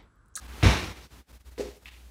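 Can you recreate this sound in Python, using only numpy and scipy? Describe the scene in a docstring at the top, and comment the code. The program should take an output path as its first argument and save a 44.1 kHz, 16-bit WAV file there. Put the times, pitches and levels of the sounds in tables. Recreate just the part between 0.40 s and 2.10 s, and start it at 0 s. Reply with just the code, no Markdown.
"""A bare, echoing kitchen: a flat mop slides over the wooden floor and thumps into a cabinet base.
Soft footfalls, small plastic ticks (the strongest with an echo) and a hollow knock follow, over hum and hiss.
Hits are dying modes plus coloured clicks; slide and hiss are shaped noise; dense echoes make the room.
The direct clatter reaches the microphone dulled, and the whole level dips briefly at set times."""
import sys
import numpy as np
from scipy import signal
from scipy.io import wavfile
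from scipy.ndimage import uniform_filter1d

SR = 44100
rng = np.random.default_rng(int(sys.argv[2]) if len(sys.argv) > 2 else 0)


def materialize(psi):
    """Save the field psi as 16-bit PCM at rate SR to the path in sys.argv[1].

    A 1-D psi becomes a single channel; in a 2-D psi each row is a channel.
    """
    bounded = np.clip(np.atleast_2d(psi).T, -1, 1)
    quanta = np.round(bounded * 32767).astype(np.int16)
    wavfile.write(sys.argv[1], SR, quanta)


def gain_from_db(level_db):
    """Turn a decibel level (scalar or array-like) into a linear amplitude factor."""
    decades = np.asarray(level_db, float) / 20
    return 10 ** decades


N = 74970  # length in samples, 1.7 s

# Spectrum tables give relative levels per Hz; their sounds are scaled to a set level afterwards.
# Microphone hiss: (frequency [Hz], level [dB])
HISS_SPECTRUM = [(53, -42), (90, -8), (165, -7.5), (529, -17), (907, -24), (1700, -26), (1930, -45),
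                 (3610, -22.5), (15700, -27.5)]
# Slow drift of hum, rumble and hiss together: (time [s], level [dB])
BACKGROUND_DRIFT = [(0, 1), (.22, 7.5), (.6, 0.5), (1.0, 0.5), (1.4, 1), (1.7, -2.5)]
# Further drift of hum and rumble, strongest at first: (time [s], level [dB])
HUM_DRIFT = [(0, 4.5), (.22, -2), (.5, -3.5), (1.0, 2.5), (1.26, 1.5), (1.38, -2), (1.7, 1)]
# Brief dips of the whole level: (centre [s], half length [s], depth [dB])
LEVEL_DIPS = [(0, 0.011, -6), (0.074, 0.0053, -7.5), (0.545, 0.016, -6), (0.603, 0.004, -2),
              (0.689, 0.021, -12.5), (0.851, 0.032, -21), (0.923, 0.0038, -9), (.99, 0.014, -14),
              (1.035, 0.02, -14.5), (1.105, 0.0074, -8), (1.156, 0.018, -6.5), (1.332, 0.03, -3),
              (1.401, 0.023, -8.5), (1.442, 0.0044, -7), (1.502, 0.011, -7.5)]
# Cloth pad sliding: (time [s], level [dB])
SLIDE_LEVEL = [(0, -54.5), (0.101, -50.5), (0.203, -46), (.23, -43.5), (.45, -41), (.63, -56), (0.781, -57),
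               (.95, -59.5), (1.1, -60.5), (1.7, -65.5)]
# Colour of the cloth on the boards: (frequency [Hz], level [dB])
CLOTH_SPECTRUM = [(71, -27), (120, 1), (350, -0.5), (546, -8.5), (770, -3), (2640, -7.5), (15000, -27.5)]
# Boards pushed and springing back: (time [s], level [dB])
BOARD_BOOMS = [(0.2277, -10.5), (0.2448, -17.5), (0.2537, -10), (.283, -23.5), (0.2952, -18.5)]
# Polarity of each boom: (sign)
BOOM_SIGNS = [-1, -1, 1, 1, -1]
# Mop head rattling as it lands: (time [s], level [dB])
HEAD_CLATTERS = [(0.2279, 6), (0.2368, -14), (0.2465, -16), (0.256, -5), (.270, -0.5), (0.283, -9),
                 (0.2947, -0.5)]
# Floor and cabinet modes: (frequency [Hz], level [dB], decay by 60 dB [s])
BOARD_MODES = [(59.1, 5, 0.23), (76, 4.5, 0.15), (96.3, 8, 0.16), (114.6, 6, 0.18), (129.7, -4.5, 0.14),
               (147, -0.5, 0.19), (190.2, -5, 0.42), (221.3, -7.5, 0.45), (254.6, -5, 0.31),
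               (305, -8, 0.27), (419, -15, 0.19), (503.7, -20.5, 0.67), (623.7, -20, 0.44),
               (702.6, -12.5, 0.16)]
# Clatter of the plastic mop head: (frequency [Hz], level [dB])
CLATTER_SPECTRUM = [(180, -47), (300, -3.5), (550, -8), (820, -9), (1200, -8.5), (1700, -10.5),
                    (2300, -7.5), (3000, -13), (3900, -12.5), (4700, -20), (5400, -17.5), (6300, -21),
                    (7400, -27.5), (9500, -30.5), (10400, -30.5), (15700, -43.5)]
# Soft footfalls on the same boards: (time [s], bass level [dB], scuff level [dB])
FOOTFALLS = [(.622, -48, -28.5), (.718, -47, -48), (.762, -56, -46)]
# Sock on varnish: (frequency [Hz], level [dB])
SCUFF_SPECTRUM = [(700, -15), (1500, -15), (3000, -2.5), (5200, 1.5), (7000, -10), (15700, -19)]
# Small plastic ticks, the strongest with an echo 13 ms later: (time [s], level [dB])
TICK_TIMES = [(1.161, -36), (1.4574, -18), (1.4703, -27.5), (1.518, -36), (1.541, -36)]
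# Colour of a tick: (frequency [Hz], level [dB])
TICK_SPECTRUM = [(600, -19), (1100, -5.5), (1450, -8.5), (1800, 0), (2700, 3), (3300, -0.5), (4000, -4.5),
                 (5500, -15), (10200, -21), (15700, -24)]
# Ringing of the plastic: (frequency [Hz], level [dB], decay by 60 dB [s])
TICK_MODES = [(1150, -18, .015), (2330, -4, .016), (2580, 0, .018), (3400, -8, .009)]
# Hollow wooden knocks: (time [s], ring level [dB], click level [dB])
KNOCK_TIMES = [(1.179, -32.5, -13), (1.185, -32, -23), (1.1945, -21, -24.5), (1.2025, -25.5, -31),
               (1.225, -30, -32), (1.240, -38, -25.5), (1.254, -30.5, -27.5), (1.274, -37, -36.5),
               (1.285, -42, -25)]
# Modes of the hollow wood: (frequency [Hz], level [dB], decay by 60 dB [s])
HOLLOW_MODES = [(226, -28, 0.17), (297, -9, 0.07), (372, -4, 0.07), (414, 4, 0.05), (456, -5, 0.08),
                (510, -10, 0.09), (570, -13, 0.08), (606, -14, 0.08)]
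# Click of a knock: (frequency [Hz], level [dB])
CLICK_SPECTRUM = [(500, -5), (900, -9), (1500, -15), (2100, -10), (3200, -15.5), (4500, -14), (8000, -21.5),
                  (15700, -34)]
# Room decay before a sound's own tail share: (frequency [Hz], decay by 60 dB [s])
ROOM_DECAY = [(60, 0.86), (160, 0.64), (420, 0.66), (1100, 0.61), (2910, 0.65), (6300, 0.73), (9000, 0.62)]

HISS_DB, HUM_HZ, HUM_DB = -59.5, 60, -50  # levels before the drifts
RUMBLE_HZ, RUMBLE_WIDTH_HZ, RUMBLE_DB = 65, 30, -58
HUM_DIP = 0.43  # share of each dip that hum and rumble take on top of the common one
SLIDE_PATCHY_DB, HISS_PATCHY_DB = 0.8, 0.4
RISE_CYCLES, SCATTER_S = 0.57, 0.001894  # swell of a mode; latest start of a mode
DETUNE, SPOT_DB = 0.035, 4  # full spread of mode frequency (share) and of mode level
TICK_RING_DB, TICK_DRY_DB = -14, -8
ECHO_SPREAD_DB = 5  # some reflections are much stronger than their neighbours
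BUILD_S = 0.0047  # build-up time of the reflections
WET_DB, BASS_WET_DB, TAIL = 4.5, -9.5, 0.88  # room on thump and footfalls; share of its decay time
LATE_WET_DB, LATE_BASS_WET_DB, TICK_WET_DB, LATE_TAIL = 2.5, -10, 3, 0.66  # knocks and ticks
DIRECT_DB, DIRECT_HZ = -8.5, 3450  # direct clatter, shaded by the counter
MIC_LOW_HZ, MIC_HIGH_HZ = 50, 15750


def evened(x):
    """Scales to rms 1."""
    return x / np.sqrt(np.mean(x ** 2) + 1e-20)


def over_time(points):
    """Reads a table of times and levels at every sample."""
    return np.interp(np.arange(N) / SR, *np.transpose(points))


def over_frequency(points, hz):
    """Reads a table on a log-frequency axis."""
    f, value = np.transpose(points)
    return np.interp(np.log(hz + 1), np.log(f + 1), value)


def add(mix, s, sound):
    """Mixes a sound in at a time in seconds."""
    part = mix[round(s * SR):][:len(sound)]
    part += sound[:len(part)]


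def noise(spectrum, size, patchy_db):
    """Noise of a given colour whose level wanders in patches of time and frequency, rms 1."""
    frames, hz = size // 128 + 6, np.fft.rfftfreq(512, 1 / SR)
    a, b, patches = rng.standard_normal((frames, 257, 3)).T
    patches = uniform_filter1d(patches, size=8, axis=0)  # along frequency
    patches = evened(uniform_filter1d(patches, size=12, axis=1))  # along time
    inside = (hz >= spectrum[0][0])[:, None]
    level = over_frequency(spectrum, hz)[:, None] + patchy_db * patches
    z = (a + 1j * b) * inside * gain_from_db(level)
    return evened(signal.istft(z, nperseg=512, noverlap=384)[1][256:size + 256])


def ring(modes, scatter_s, detune=0.):
    """Dying modes, peak 1; each blow lands on another spot and weighs them a little differently."""
    out = np.zeros(SR // 2)
    for (hz, db, t60), (spot, late, shift) in zip(modes, rng.random((len(modes), 3))):
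        hz = hz * (1 + detune * (shift - 0.5))
        t = np.maximum(np.arange(SR // 2) / SR - late * scatter_s, 0)
        decay = gain_from_db(db + SPOT_DB * (spot - 0.5) - 60 * t / t60)
        swell = 1 - np.exp(-t * hz / RISE_CYCLES)
        out += decay * swell * np.sin(2 * np.pi * hz * t)
    return out / abs(out).max()


def crack(spectrum):
    """A minimum-phase click of the given colour, starting at once, energy 1."""
    hz = abs(np.fft.fftfreq(2048, 1 / SR))
    gain = gain_from_db(over_frequency(spectrum, hz)) * (hz >= spectrum[0][0])
    log_gain = np.log(gain + 1e-4)
    phase = -signal.hilbert(log_gain).imag
    out = np.fft.ifft(np.exp(log_gain + 1j * phase)).real[:1024]
    return out / np.linalg.norm(out)


def blows(rows, modes, colour):
    """Hits as a low ringing part and a bright click."""
    low, high = np.zeros((2, N))
    for s, ring_db, click_db in rows:
        add(low, s, -gain_from_db(ring_db) * ring(modes, SCATTER_S, DETUNE))
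        add(high, s, gain_from_db(click_db) * crack(colour))
    return np.array([low, high])


def dips_db():
    """The brief dips of the level as one curve in dB."""
    t = np.arange(N) / SR
    return sum(db * np.exp(-abs((t - s) / half) ** 2.7) for s, half, db in LEVEL_DIPS)


def background():
    """Appliance hum at mains pitch, a narrow band of rumble round it, and microphone hiss."""
    t = np.arange(N) / SR
    r = np.exp(-np.pi * RUMBLE_WIDTH_HZ / SR)
    a, b = rng.standard_normal((N, 2)).T
    slow = signal.lfilter([1 - r], [1, -r], a + 1j * b)
    slow = signal.lfilter([1], [1, -r], slow)
    rumble = evened((slow * np.exp(2j * np.pi * RUMBLE_HZ * t)).real)  # slow noise moved up in pitch
    hum = np.sqrt(2) * np.sin(2 * np.pi * (HUM_HZ * t + rng.random()))
    hum_gain = gain_from_db(HUM_DIP * dips_db() + over_time(HUM_DRIFT))
    humming = hum_gain * (gain_from_db(HUM_DB) * hum + gain_from_db(RUMBLE_DB) * rumble)
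    hiss = gain_from_db(HISS_DB) * noise(HISS_SPECTRUM, N, HISS_PATCHY_DB)
    return gain_from_db(over_time(BACKGROUND_DRIFT)) * (humming + hiss)


def slide():
    """Cloth rubbing over varnished boards: friction noise that follows a level curve."""
    return gain_from_db(over_time(SLIDE_LEVEL)) * noise(CLOTH_SPECTRUM, N, SLIDE_PATCHY_DB)


def thump():
    """The heavy blow: boards booming in either direction and the rattling mop head."""
    low, high = np.zeros((2, N))
    for (s, db), sign in zip(BOARD_BOOMS, BOOM_SIGNS):
        add(low, s, sign * gain_from_db(db) * ring(BOARD_MODES, SCATTER_S))
    for s, db in HEAD_CLATTERS:
        add(high, s, gain_from_db(db) * crack(CLATTER_SPECTRUM))
    return np.array([low, high])


def room(x, share):
    """Dense reflections that build up quickly, each band dying at its own speed."""
    taps = np.zeros(SR)
    at = np.arange(20, SR - 8, 8)
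    places = at + rng.integers(0, 8, len(at))
    signs = rng.choice([-1., 1.], len(at))
    taps[places] = signs * gain_from_db(ECHO_SPREAD_DB * rng.standard_normal(len(at)))
    hz, t, z = signal.stft(taps, SR, nperseg=512)
    t60 = np.clip(share * over_frequency(ROOM_DECAY, hz), 0.1, 2)[:, None]
    tail = signal.istft(z * gain_from_db(-60 * t / t60), SR, nperseg=512)[1][:SR]
    tail = tail * (1 - np.exp(-np.arange(len(tail)) / SR / BUILD_S))
    return signal.fftconvolve(x, tail / np.linalg.norm(tail))[:N]


def footfalls():
    """Soft steps: the boards ring low and a sock scuffs the varnish."""
    return blows(FOOTFALLS, BOARD_MODES, SCUFF_SPECTRUM)


def ticks():
    """Small plastic ticks and the echo of the strongest: a bright snap and a short ringing body."""
    snap, body = np.zeros((2, N))
    for s, db in TICK_TIMES:
        add(snap, s, gain_from_db(db) * crack(TICK_SPECTRUM))
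        add(body, s, gain_from_db(db + TICK_RING_DB) * ring(TICK_MODES, 0, DETUNE))
    return snap, body


def knocks():
    """Hollow wooden knocks: short modes of the wood under a click."""
    return blows(KNOCK_TIMES, HOLLOW_MODES, CLICK_SPECTRUM)


def scene():
    """Hits, direct and through the room, over slide and background."""
    low, high = thump() + footfalls()
    snap, body = ticks()
    knock, click = knocks()
    wet = room(gain_from_db(BASS_WET_DB) * low + gain_from_db(WET_DB) * high, TAIL)
    late_send = gain_from_db(LATE_BASS_WET_DB) * knock + gain_from_db(LATE_WET_DB) * click + gain_from_db(TICK_WET_DB) * snap
    late_wet = room(late_send, LATE_TAIL)
    shade = signal.butter(4, DIRECT_HZ, fs=SR, output="sos")
    direct = gain_from_db(DIRECT_DB) * signal.sosfilt(shade, high + click)
    dry_hits = low + knock + body + gain_from_db(TICK_DRY_DB) * snap + direct
    return (dry_hits + wet + late_wet + slide() + background())[None]


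def top_cut(x):
    """Nothing passes above the cut-off."""
    return signal.sosfilt(signal.butter(12, 15850, fs=SR, output="sos"), x)


def record(dry):
    """Microphone low cut and upper band limit, then the brief level dips."""
    low_cut = signal.butter(6, MIC_LOW_HZ, "high", fs=SR, output="sos")
    band_limit = signal.firwin(255, MIC_HIGH_HZ, window=("kaiser", 9), fs=SR)
    heard = signal.sosfilt(low_cut, dry)
    heard = signal.oaconvolve(heard, band_limit[None], "same")
    return top_cut(heard * gain_from_db(dips_db()))


dry = scene()
out = record(dry)
materialize(out)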